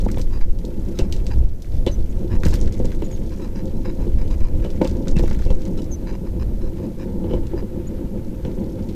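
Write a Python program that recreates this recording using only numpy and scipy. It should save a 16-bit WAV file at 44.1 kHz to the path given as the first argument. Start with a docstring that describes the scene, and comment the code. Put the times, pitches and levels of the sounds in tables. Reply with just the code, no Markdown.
"""Bicycle ride in the wind

A camera clamped to a bicycle rolls over pavement and then asphalt. Wind is uneven low noise with single hard pushes.
Noise and sharp blows through resonances make the rumble of the frame and the knocks of paving joints.
Loose parts tick and chatter as short noise bursts; squeaks and soft metal rings are short tones.
Joints creak and chirp in noisy or regular slips. The camera adds hiss and a whine, and its gain control
turns everything down after loud peaks."""
import sys
import numpy as np
from scipy import signal
from scipy.fft import rfft, irfft, next_fast_len
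from scipy.io import wavfile
from scipy.ndimage import uniform_filter1d

SR = 44100
rng = np.random.default_rng(int(sys.argv[2]) if len(sys.argv) > 2 else 0)


def to_wav(s):
    """Save 16-bit WAV."""
    ch = np.atleast_2d(s).T  # columns
    pcm = np.round(np.clip(ch, -1, 1) * 32767)  # PCM
    wavfile.write(sys.argv[1], SR, pcm.astype(np.int16))


N = 394694
T = np.arange(N) / SR  # time in s

# All levels are set before the camera's gain control. Spectra and mode levels are relative.
# hard gusts on the microphone: t/s, peak/full scale (push above zero, pull below), length/s
GUSTS = [(0.437, 0.82, 0.12), (0.51, -0.89, 0.079), (1.027, -0.78, 0.038), (1.392, 0.88, 0.026),
         (1.454, -1.18, 0.039), (2.381, 0.65, 0.073), (2.673, -0.82, 0.035), (4.442, -0.81, 0.077),
         (5.129, 0.57, 0.035), (5.375, 0.36, 0.016), (5.467, 0.64, 0.023), (5.511, 0.66, 0.026),
         (5.541, -0.7, 0.11), (5.229, 0.44, 0.013)]
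# wind at the microphone: t/s, level/dB
WIND_LEVEL = [(0.0, -16.5), (0.47, -17), (0.75, -23.5), (1.47, -11.5), (1.67, -24), (1.74, -14.5),
              (2.3, -20), (2.37, -11), (2.85, -17.5), (3.56, -25.5), (4.05, -18.5), (4.13, -14.5),
              (4.6, -16), (5.08, -22), (5.13, -13), (5.53, -14.5), (5.6, -20.5), (6.25, -26), (6.33, -19),
              (6.8, -22.5), (6.88, -33), (7.35, -19.5), (7.6, -25.5), (8.95, -29)]
# colour of the wind: f/Hz, level/dB per Hz
WIND_COLOUR = [(2, -50), (4, -13.5), (12, 3), (25, -4), (50, -9), (100, -17.5), (200, -34), (600, -43.5),
               (1500, -80)]
# surface under the tyres: t/s, road shaking/dB, chatter of loose parts/dB
SURFACE = [(0, -28, -50.5), (.45, -33, -64), (1.15, -28, -54.5), (1.65, -36, -59), (2.35, -27.5, -58),
           (2.57, -25, -48.5), (2.95, -29.5, -55), (3.9, -27, -62.5), (4.35, -30, -57), (5.0, -23, -60),
           (5.25, -29, -50), (5.55, -28, -54), (5.9, -28.5, -67), (7.05, -28, -61), (7.3, -24, -70.5),
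           (7.7, -27, -69), (8.95, -26, -58)]
# coarse grit, between the modes of the frame: f/Hz, level/dB per Hz
GRIT_COLOUR = [(60, 3), (150, -10), (550, -20.5), (750, -40), (1300, -33.5), (4000, -45.5), (8000, -65)]
# modes of the frame: f/Hz, width/Hz, level/dB
FRAME_MODES = [(90.7, 27.7, 6.5), (196.5, 44.6, 7), (268.4, 48.2, -0.5), (338.2, 46.2, 5), (515, 43.4, -3),
               (634, 101, -16.5), (890, 80, -17), (1004, 82, -22)]
# a wheel meets a joint: t/s, blow level/dB, weight of the metal clang against the blow/dB,
# metal mode rung most f/Hz, band the clamp passes best f/Hz, decay time of the rough rebound/s
KNOCKS = [(.063, -14, -46, 2110, 790, 0.0089), (.171, -16.5, -29.5, 3500, 680, 0.0079),
          (0.196, -21, -33, 2970, 460, .015), (0.643, -18.5, -43, 4010, 494, 0.011),
          (.99, -12, -25.5, 2870, 518, 0.039), (1.865, -9, -28, 3500, 560, 0.043),
          (1.873, -14.5, -17.5, 2900, 338, 0.0044), (1.982, -23, -45, 3590, 340, 0.024),
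          (2.434, -17.5, -37, 2060, 940, 0.01), (2.456, -11.5, -28.5, 2060, 440, 0.027),
          (2.798, -11, -40, 2040, 477, .04), (2.845, -13.5, -33, 3900, 480, 0.018),
          (3.02, -15, -32.5, 2640, 390, 0.026), (4.067, -18.5, -41, 2190, 403, .015),
          (4.647, -14.5, -27.5, 2980, 563, 0.035), (4.686, -36, -37, 3520, 500, 0.014),
          (4.813, -4, -36, 2190, 540, 0.041), (4.848, -16, -23, 2620, 890, 0.04),
          (5.193, -12.5, -38, 2550, 464, 0.093), (5.236, -12.5, -37, 3070, 477, 0.0094),
          (5.31, -20, -33, 2060, 890, 0.0096), (5.397, -24, -43, 2060, 900, 0.012),
          (5.461, -18, -31, 5020, 515, 0.029), (5.502, -14, -31.5, 2700, 465, 0.063),
          (5.789, -20.5, -31, 2970, 358, 0.0065), (7.242, -14, -42, 2970, 353, 0.033),
          (7.309, -14.5, -37, 2970, 513, 0.045), (7.334, -10.5, -35, 2970, 500, 0.05),
          (7.433, -21, -37, 2970, 890, 0.028), (7.533, -13.5, -49, 2060, 378, 0.039),
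          (7.624, -16.5, -41, 2970, 360, 0.039), (7.842, -22, -47, 2060, 400, 0.017),
          (8.45, -17, -27, 2960, 510, 0.02)]
# modes of thin metal: f/Hz, level/dB, time to fall 60 dB/s
METAL_MODES = [(2060, 10, 0.04), (2270, 9, 0.057), (2700, 6, 0.12), (2976, 9, 0.091), (3200, 8.5, 0.042),
               (3500, 9, .045), (3930, 3, 0.14), (4320, -1, 0.11), (5630, 6, 0.03)]
# a tyre lands hard and the whole bicycle bounces: t/s, level/dB, pitch f/Hz, time to fall 60 dB/s
THUDS = [(2.458, -6.5, 79, 0.26), (2.456, -11, 150, 0.16), (5.166, -7.5, 174, 0.084),
         (7.24, -23.5, 183, 0.13)]
# loose parts tap: t/s, level/dB, top end against the rest/dB, pitch of the ring f/Hz
TICKS = [(0.0877, -32.5, -19, 1500), (0.101, -41, -20, 2060), (0.115, -34, -7, 5150),
         (0.144, -37, -35.0, 1880.0), (0.182, -34, -3, 2030.0), (0.195, -40, -2, 3330.0),
         (0.2152, -32, -12, 4840), (0.588, -42, -15, 4000.0), (0.651, -38, -11, 4820.0),
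         (0.9889, -25, -13, 3900), (1.125, -25, -11.0, 4120), (1.14, -38, -21.0, 3270.0),
         (1.1644, -36.5, -21, 4890.0), (1.2666, -31.5, -23, 3800), (1.385, -48, -25, 1300),
         (1.6214, -36.5, -4, 5270.0), (1.645, -44, -20, 2100), (1.753, -46, -18, 3500),
         (1.866, -29.5, -30, 3470), (2.4344, -22, -18, 1800), (2.452, -25.5, -14, 5460.0),
         (2.465, -24, -7, 2130), (2.484, -30, -6, 5050.0), (2.495, -34, -10, 4630.0),
         (2.507, -34, -15, 4950.0), (2.512, -39, -16.0, 4600.0), (2.533, -34, -14, 3385),
         (2.5398, -28, -3.5, 4160.0), (2.545, -30.5, -8.0, 2120), (2.556, -33, -8, 3880.0),
         (2.613, -32, -25, 5170.0), (2.635, -56, -20, 5500), (2.674, -32, -22.0, 2040),
         (2.724, -36, -11, 6500.0), (2.854, -35, -9, 4650.0), (2.918, -33, -21.0, 1950.0),
         (2.948, -42, -15.0, 4540.0), (3.021, -36, -11, 1580.0), (3.115, -43, -15.0, 6890.0),
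         (3.656, -42, -17.0, 5220.0), (4.216, -48, -20, 5300), (4.312, -41, -20, 2700),
         (4.7032, -37.5, -15.0, 4310.0), (4.817, -29, -13, 2240.0), (4.8464, -31, -18, 3460),
         (4.8743, -30.5, -11, 4040), (4.895, -38, -20.0, 4310.0), (4.912, -42, -22.0, 5240.0),
         (4.969, -41, -16, 4830.0), (5.072, -32, -22, 1520.0), (5.082, -27.5, -21, 5000),
         (5.095, -52, -8.0, 1640.0), (5.113, -40, -23.0, 5350.0), (5.1666, -29.5, -25, 2670.0),
         (5.187, -34, -17, 4700.0), (5.1938, -33, -5, 2770.0), (5.2328, -37, -5, 3890.0),
         (5.2783, -32, -10, 1947), (5.312, -33, -21, 1960.0), (5.33, -38, -15, 3380.0),
         (5.391, -37, -26.0, 1820), (5.421, -37, -19, 1930.0), (5.452, -40, -23, 5200),
         (5.527, -44, -13.0, 3930.0), (5.618, -38.5, -18, 3990.0), (5.653, -39, -21.0, 5280.0),
         (5.776, -42, -19.0, 4110.0), (5.8195, -37.5, -14.0, 4770.0), (5.8432, -42.5, -28.0, 5340.0),
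         (7.468, -43, -20, 4500), (8.889, -42, -25, 3400)]
# colour of tapping and scraping: f/Hz, level/dB per Hz
TAP_COLOUR = [(700, 18.5), (1500, 18.5), (3000, 6.5), (5500, 7.5), (7500, 4.5), (9500, -3), (15000, -60)]
# a dry joint squeaks, or thin metal rings softly near 2.7 to 3 kHz:
# t/s, length/s, first pitch f/Hz, pitch it slides towards f/Hz, level/dB
SQUEAKS_AND_RINGS = [(1.906, 0.052, 6500, 6040, -46.5), (2.09, 0.028, 6840, 6740, -60),
                     (3.035, 0.041, 7060, 6850, -52.5), (3.101, 0.063, 7140, 6530, -49.5),
                     (5.153, 0.033, 2640, 2660, -42), (5.477, 0.059, 2700, 2690, -56),
                     (5.906, 0.055, 6680, 6120, -40), (7.283, 0.09, 3000, 3050, -56),
                     (7.867, 0.023, 6800, 6920, -47)]
# a loaded joint creaks: t/s, length/s, level/dB
CREAKS = [(0.161, 0.047, -47), (0.294, 0.11, -47), (0.4, 0.055, -45.5), (1.008, 0.056, -50),
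          (1.294, 0.056, -43.5), (2.296, 0.081, -41.5), (2.459, 0.033, -40), (2.522, 0.03, -36),
          (3.301, 0.056, -47), (3.371, 0.14, -49), (3.539, 0.089, -47), (3.832, 0.097, -44.5),
          (3.977, 0.097, -48.5), (4.174, 0.067, -48.5), (4.293, 0.065, -46.5), (4.404, 0.02, -44),
          (4.423, 0.08, -42.5), (4.617, 0.052, -46), (4.824, 0.06, -45), (5.172, 0.041, -40),
          (5.284, 0.082, -50), (6.057, 0.065, -42.5), (6.111, 0.058, -48), (6.254, 0.031, -49.5),
          (6.391, 0.048, -45), (6.607, 0.089, -52), (6.756, 0.13, -53), (6.979, 0.075, -47),
          (7.288, 0.081, -55), (7.556, 0.065, -46.5)]
# middle values of the joint's modes: f/Hz, width/Hz, level/dB
JOINT_MODES = [(955, 210, 11), (1720, 460, 1.5), (2310, 270, 2.5), (2700, 120, -2), (4000, 230, 0.5),
               (5000, 300, 1.5), (5840, 260, -7), (6800, 210, -8.5)]
# regular slips whistle low: t/s, length/s, pitch f/Hz, level/dB
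CHIRPS = [(0.944, 0.052, 1300, -55), (3.415, 0.035, 1300, -54), (3.756, 0.027, 1340, -62),
          (5.768, 0.038, 1324, -50)]
# colour of the chirps' harmonics: f/Hz, level/dB
CHIRP_COLOUR = [(1300, -2.5), (2600, -10), (3900, -3), (5200, -6), (8000, -14)]
# colour of the camera's hiss: f/Hz, level/dB per Hz
HISS_COLOUR = [(700, 1), (1500, 0.5), (3600, -3), (6000, -2.5), (10000, -5.5), (14700, -4), (15300, -36)]

HISS_DB, WHINE_HZ, WHINE_DB = -58, 12590, -69.5  # the whine wavers around these values
EDGE_HZ = 15450
HARD_DB = 4  # per octave: how much a blow of -5 dB favours the upper frame modes
HARDER_DB = 0.29  # how much HARD_DB rises for each dB of blow
CLAMP_WIDTH_HZ, CLAMP_DB = 63, 5.5  # band of a blow that the clamp favours, and its added weight
TICK_RISE_S, TICK_T60_S = 0.00027, 0.0098
SETTLE = 0.3  # share of a squeak or ring in which the pitch slides most of the way


def gain_of(db):
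    """Turns dB into a plain multiplier."""
    return 10 ** (np.asarray(db) / 20)


def evened(x):
    """Brings a signal to an average (RMS) level of 1."""
    return x / np.sqrt(np.mean(x ** 2) + 1e-20)


def add(mix, s, sound):
    """Lays a short sound into the mix from s seconds on."""
    part = mix[round(s * SR):][:len(sound)]
    part += sound[:len(part)]


def ride(rows, order):
    """Draws straight lines through one column of a timed table."""
    columns = np.transpose(rows)
    return np.interp(T, columns[0], columns[order])


def read(points, hz):
    """Reads a spectrum table between its points, on a log pitch scale."""
    f, value = np.transpose(points)
    return np.interp(np.log(hz + 1), np.log(f + 1), value)


def coloured(x, points):
    """Shapes a signal by a spectrum table."""
    size = next_fast_len(len(x))
    gain = gain_of(read(points, np.fft.rfftfreq(size, 1 / SR)))
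    return irfft(rfft(x, size) * gain, size)[:len(x)]


def drift(hz):
    """Bounded chance that heads for a new value hz times a second."""
    steps = np.tanh(rng.standard_normal(4000) / 2) * 2.6
    return np.interp(T * hz, np.arange(4000), steps)


def ring(x, hz, width):
    """A two-pole resonance of peak gain 1."""
    return signal.lfilter(*signal.iirpeak(hz, hz / width, SR), x)


def wind():
    """Lumpy air pressure at the microphone port, with single hard gusts."""
    lumps = evened(coloured(rng.standard_normal(N), WIND_COLOUR) * gain_of(2.8 * drift(12)))
    # keep slow swells shallow
    swell = uniform_filter1d(lumps ** 2, 9000)
    out = evened(lumps / (swell + 0.05) ** 0.35) * gain_of(ride(WIND_LEVEL, order=1))
    for s, peak, length in GUSTS:
        near = slice(round((s - 0.15) * SR), round((s + 0.15) * SR))
        bump = np.exp(-((T[near] - s) / length * 6.53) ** 2)
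        out[near] = out[near] * (1 - bump) + peak * bump  # the gust takes over from the wind
    return out


def frame(force, hard_db=0):
    """Tubes and clamp answer any force with the same modes; a hard blow favours the upper ones."""
    out = 0
    for k, (hz, width, db) in enumerate(FRAME_MODES):
        mode = ring(ring(force, hz, 4 * width), hz, width)
        sign = (-1) ** k  # neighbouring modes move in opposite directions
        out = out + sign * gain_of(db + hard_db * np.log2(hz / 400)) * mode
    return out


def road():
    """Surface grain shakes the frame in uneven bumps; coarse grit comes in quicker, deeper flurries."""
    force = rng.standard_normal(N) * gain_of(2.47 * drift(25) + drift(90))
    soft = signal.lfilter(*signal.butter(2, 900, fs=SR), force)  # the tyre cushions the finest grain
    flurries = rng.standard_normal(N) * gain_of(1.6 * drift(15) + 2.6 * drift(60))
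    grit = coloured(flurries, GRIT_COLOUR)
    return gain_of(ride(SURFACE, order=1)) * evened(evened(frame(soft)) + 0.5 * evened(grit))


def lean_db(hz, struck_hz):
    """Metal modes near the one struck most ring louder."""
    return 8 * np.exp(-((hz - struck_hz) / 250) ** 2)


def knocks():
    """A sharp blow and its rough rebound ring the frame; thin metal clangs with it, never twice alike."""
    out, t = np.zeros(N), T[:6000]
    for s, db, clang_db, struck_hz, clamp_hz, rebound in KNOCKS:
        rough, waver, grit = rng.standard_normal((3, len(t)))
        fade = np.exp(-t / rebound)
        blow = np.exp(-t / 0.00014) + 0.26 * rough * fade
        blow = blow + gain_of(CLAMP_DB) * ring(blow, clamp_hz, CLAMP_WIDTH_HZ)
        body = frame(blow, HARD_DB + HARDER_DB * (db + 5)) * np.exp(-t / (1.04 * rebound))
        clang = 0
        for hz, mode_db, t60 in METAL_MODES:
            level_db = mode_db + 2.0 * rng.standard_normal() + lean_db(hz, struck_hz)
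            tone = np.sin(2 * np.pi * (hz * t + rng.random()))
            clang = clang + gain_of(level_db - 60 * t / t60) * tone
        clang = clang * (1 + 0.78 * evened(uniform_filter1d(waver, 90))) / 6
        clang = clang + 0.67 * evened(coloured(grit, TAP_COLOUR)) * fade
        add(out, s, gain_of(db) * (body / abs(body).max() + gain_of(clang_db) * clang))
    return out


def thuds():
    """The bouncing bicycle is a low sine that dies away."""
    out, t = np.zeros(N), T[:6000]
    for s, db, hz, t60 in THUDS:
        add(out, s, gain_of(db - 60 * t / t60) * np.sin(2 * np.pi * hz * t))
    return out


def ticks():
    """Each tap is a sharp edge and a short noisy ring at a pitch of its own, some with a bright top."""
    out, t = np.zeros(N), T[:3000]
    top = signal.butter(3, 8000, "high", fs=SR, output="sos")
    for s, db, top_db, hz in TICKS:
        a, b = rng.standard_normal((2, len(t)))
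        # the part bounces to rest
        hops = (rng.random(len(t)) < 100 / SR) * rng.random(len(t)) * np.exp(-t / 0.011)
        bounces = 0.3 * signal.lfilter([1], [1, -np.exp(-1 / (SR * 0.002))], hops)
        # noise thinned to a band around the pitch
        thin = coloured(a, TAP_COLOUR)
        thin = signal.lfilter(*signal.butter(4, hz * 0.68, "high", fs=SR), thin)
        thin = signal.lfilter(*signal.butter(1, min(hz * 2.5, 12000), fs=SR), thin)
        tap = evened(thin + 0.38 * ring(thin, hz, hz * 0.52))
        tap = tap + gain_of(top_db) * evened(signal.sosfilt(top, b))
        rise = np.minimum(t / TICK_RISE_S, 1)
        fade = gain_of(-60 * t / TICK_T60_S) + 0.19 * np.exp(-t / 0.02) + bounces
        add(out, s, gain_of(db) * rise * tap * fade)
    return out


def chatter():
    """Loose parts tremble: tiny taps, dull, middling or bright, over faint scraping, ring thin metal."""
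    size = gain_of(3 * np.minimum(rng.exponential(1, N), 2.5))
    size = size * (rng.random(N) < 150 / SR)  # about 150 taps a second
    part = rng.integers(0, 3, N)
    taps = 0
    for k, hz in enumerate([2200, 4200, 6300]):
        shake = signal.lfilter([1], [1, -np.exp(-1 / (SR * 0.004))], size * (part == k))
        taps = taps + ring(rng.standard_normal(N) * shake, hz, 1500.0)
    uneven = rng.standard_normal(N) * gain_of(2.5 * drift(35) + 2.5 * drift(130))
    force = evened(taps) + 0.6 * evened(coloured(uneven, TAP_COLOUR))
    clang = sum(gain_of(db) * ring(force, hz, 2.2 / t60) for hz, db, t60 in METAL_MODES)
    return gain_of(ride(SURFACE, order=2)) * evened(evened(force) + 0.28 * evened(clang))


def squeaks_and_rings():
    """Squeaks and soft metal rings: a tone of wavering level with a weak octave, sliding in pitch."""
    out = np.zeros(N)
    for s, length, first_hz, last_hz, db in SQUEAKS_AND_RINGS:
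        t = np.arange(0, length, 1 / SR)
        hz = last_hz + (first_hz - last_hz) * np.exp(-(t / length / SETTLE) ** 2)
        turn = 2 * np.pi * np.cumsum(hz) / SR
        waver = 1 + 0.36 * evened(uniform_filter1d(rng.standard_normal(4000), 120))[:len(t)]
        tone = np.sin(turn) + gain_of(-22) * np.sin(2 * turn)
        fades = signal.windows.tukey(len(t), 0.6)
        add(out, s, np.sqrt(2) * gain_of(db) * waver * tone * fades)
    return out


def creaks():
    """Dense uneven slips under load ring the joint, whose modes sit a little differently each time."""
    out = np.zeros(N)
    for s, length, db in CREAKS:
        size, flutter = rng.standard_normal((2, 8000))
        slips = size * (rng.random(8000) < 1500 / SR)  # about 1500 slips a second
        slips = slips * gain_of(2.5 * evened(uniform_filter1d(flutter, 300)))
        shifts = rng.standard_normal((len(JOINT_MODES), 2))
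        rung = 0
        for (middle_hz, width, mode_db), (a, b) in zip(JOINT_MODES, shifts):
            hz = middle_hz * (1 + 0.03 * b)
            mode = ring(ring(slips, hz, 5 * width), hz, width)
            rung = rung + gain_of(mode_db + 2 * a) * mode
        scrape = evened(evened(rung) + 0.81 * evened(coloured(slips, TAP_COLOUR)))
        count = round(length * SR)
        add(out, s, gain_of(db) * scrape[:count] * signal.windows.tukey(count, 0.5))
    return out


def chirps():
    """Fast slips lock into a short, slightly rough stack of six harmonics."""
    out = np.zeros(N)
    for s, length, hz, db in CHIRPS:
        noise = rng.standard_normal((2, 4000))[:, :round(length * SR)]
        wobble = 1 + 0.0043 * evened(uniform_filter1d(noise[0], 200))
        turn = 2 * np.pi * np.cumsum(hz * wobble) / SR
        slips = sum(gain_of(read(CHIRP_COLOUR, k * hz)) * np.cos(k * turn) for k in range(1, 7))
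        rough = 1 + 0.5 * evened(uniform_filter1d(noise[1], 40))
        add(out, s, gain_of(db) * evened(slips) * rough * signal.windows.tukey(len(turn), 0.4))
    return out


def camera():
    """The electronics hiss and carry a thin wavering whine."""
    hz = WHINE_HZ + 50 * drift(5) + 35 * drift(25)
    tone = np.sin(2 * np.pi * np.cumsum(hz) / SR)
    whine = np.sqrt(2) * gain_of(WHINE_DB + drift(40)) * tone
    hiss = gain_of(HISS_DB) * evened(coloured(rng.standard_normal(N), HISS_COLOUR))
    return hiss + whine


def scene():
    """Adds all the sources into one channel."""
    bicycle = road() + knocks() + thuds()
    parts = ticks() + chatter() + squeaks_and_rings() + creaks() + chirps()
    return (wind() + bicycle + parts + camera())[None]


def record(dry):
    """Gain drops almost at once on peaks and recovers slowly; then a soft ceiling and the band limit."""
    peak_db = 20 * np.log10(abs(uniform_filter1d(dry[0], 60)) + 1e-9)
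    fall = T * 25.0  # recovers 25 dB a second
    held_peak_db = np.maximum.accumulate(peak_db + fall) - fall
    over_db = np.maximum(held_peak_db + 4.8, 0)  # acts above -4.8 dB
    ducked = dry / gain_of(uniform_filter1d(over_db, 100))
    ceiling = 0.62  # of full scale
    capped = ceiling * np.tanh((abs(ducked) / ceiling) ** 4) ** (1 / 4) * np.sign(ducked)
    edge = signal.firwin(2047, EDGE_HZ, window=("kaiser", 9), fs=SR)
    return signal.oaconvolve(capped, edge[None], "same")


dry = scene()
out = record(dry)
to_wav(out)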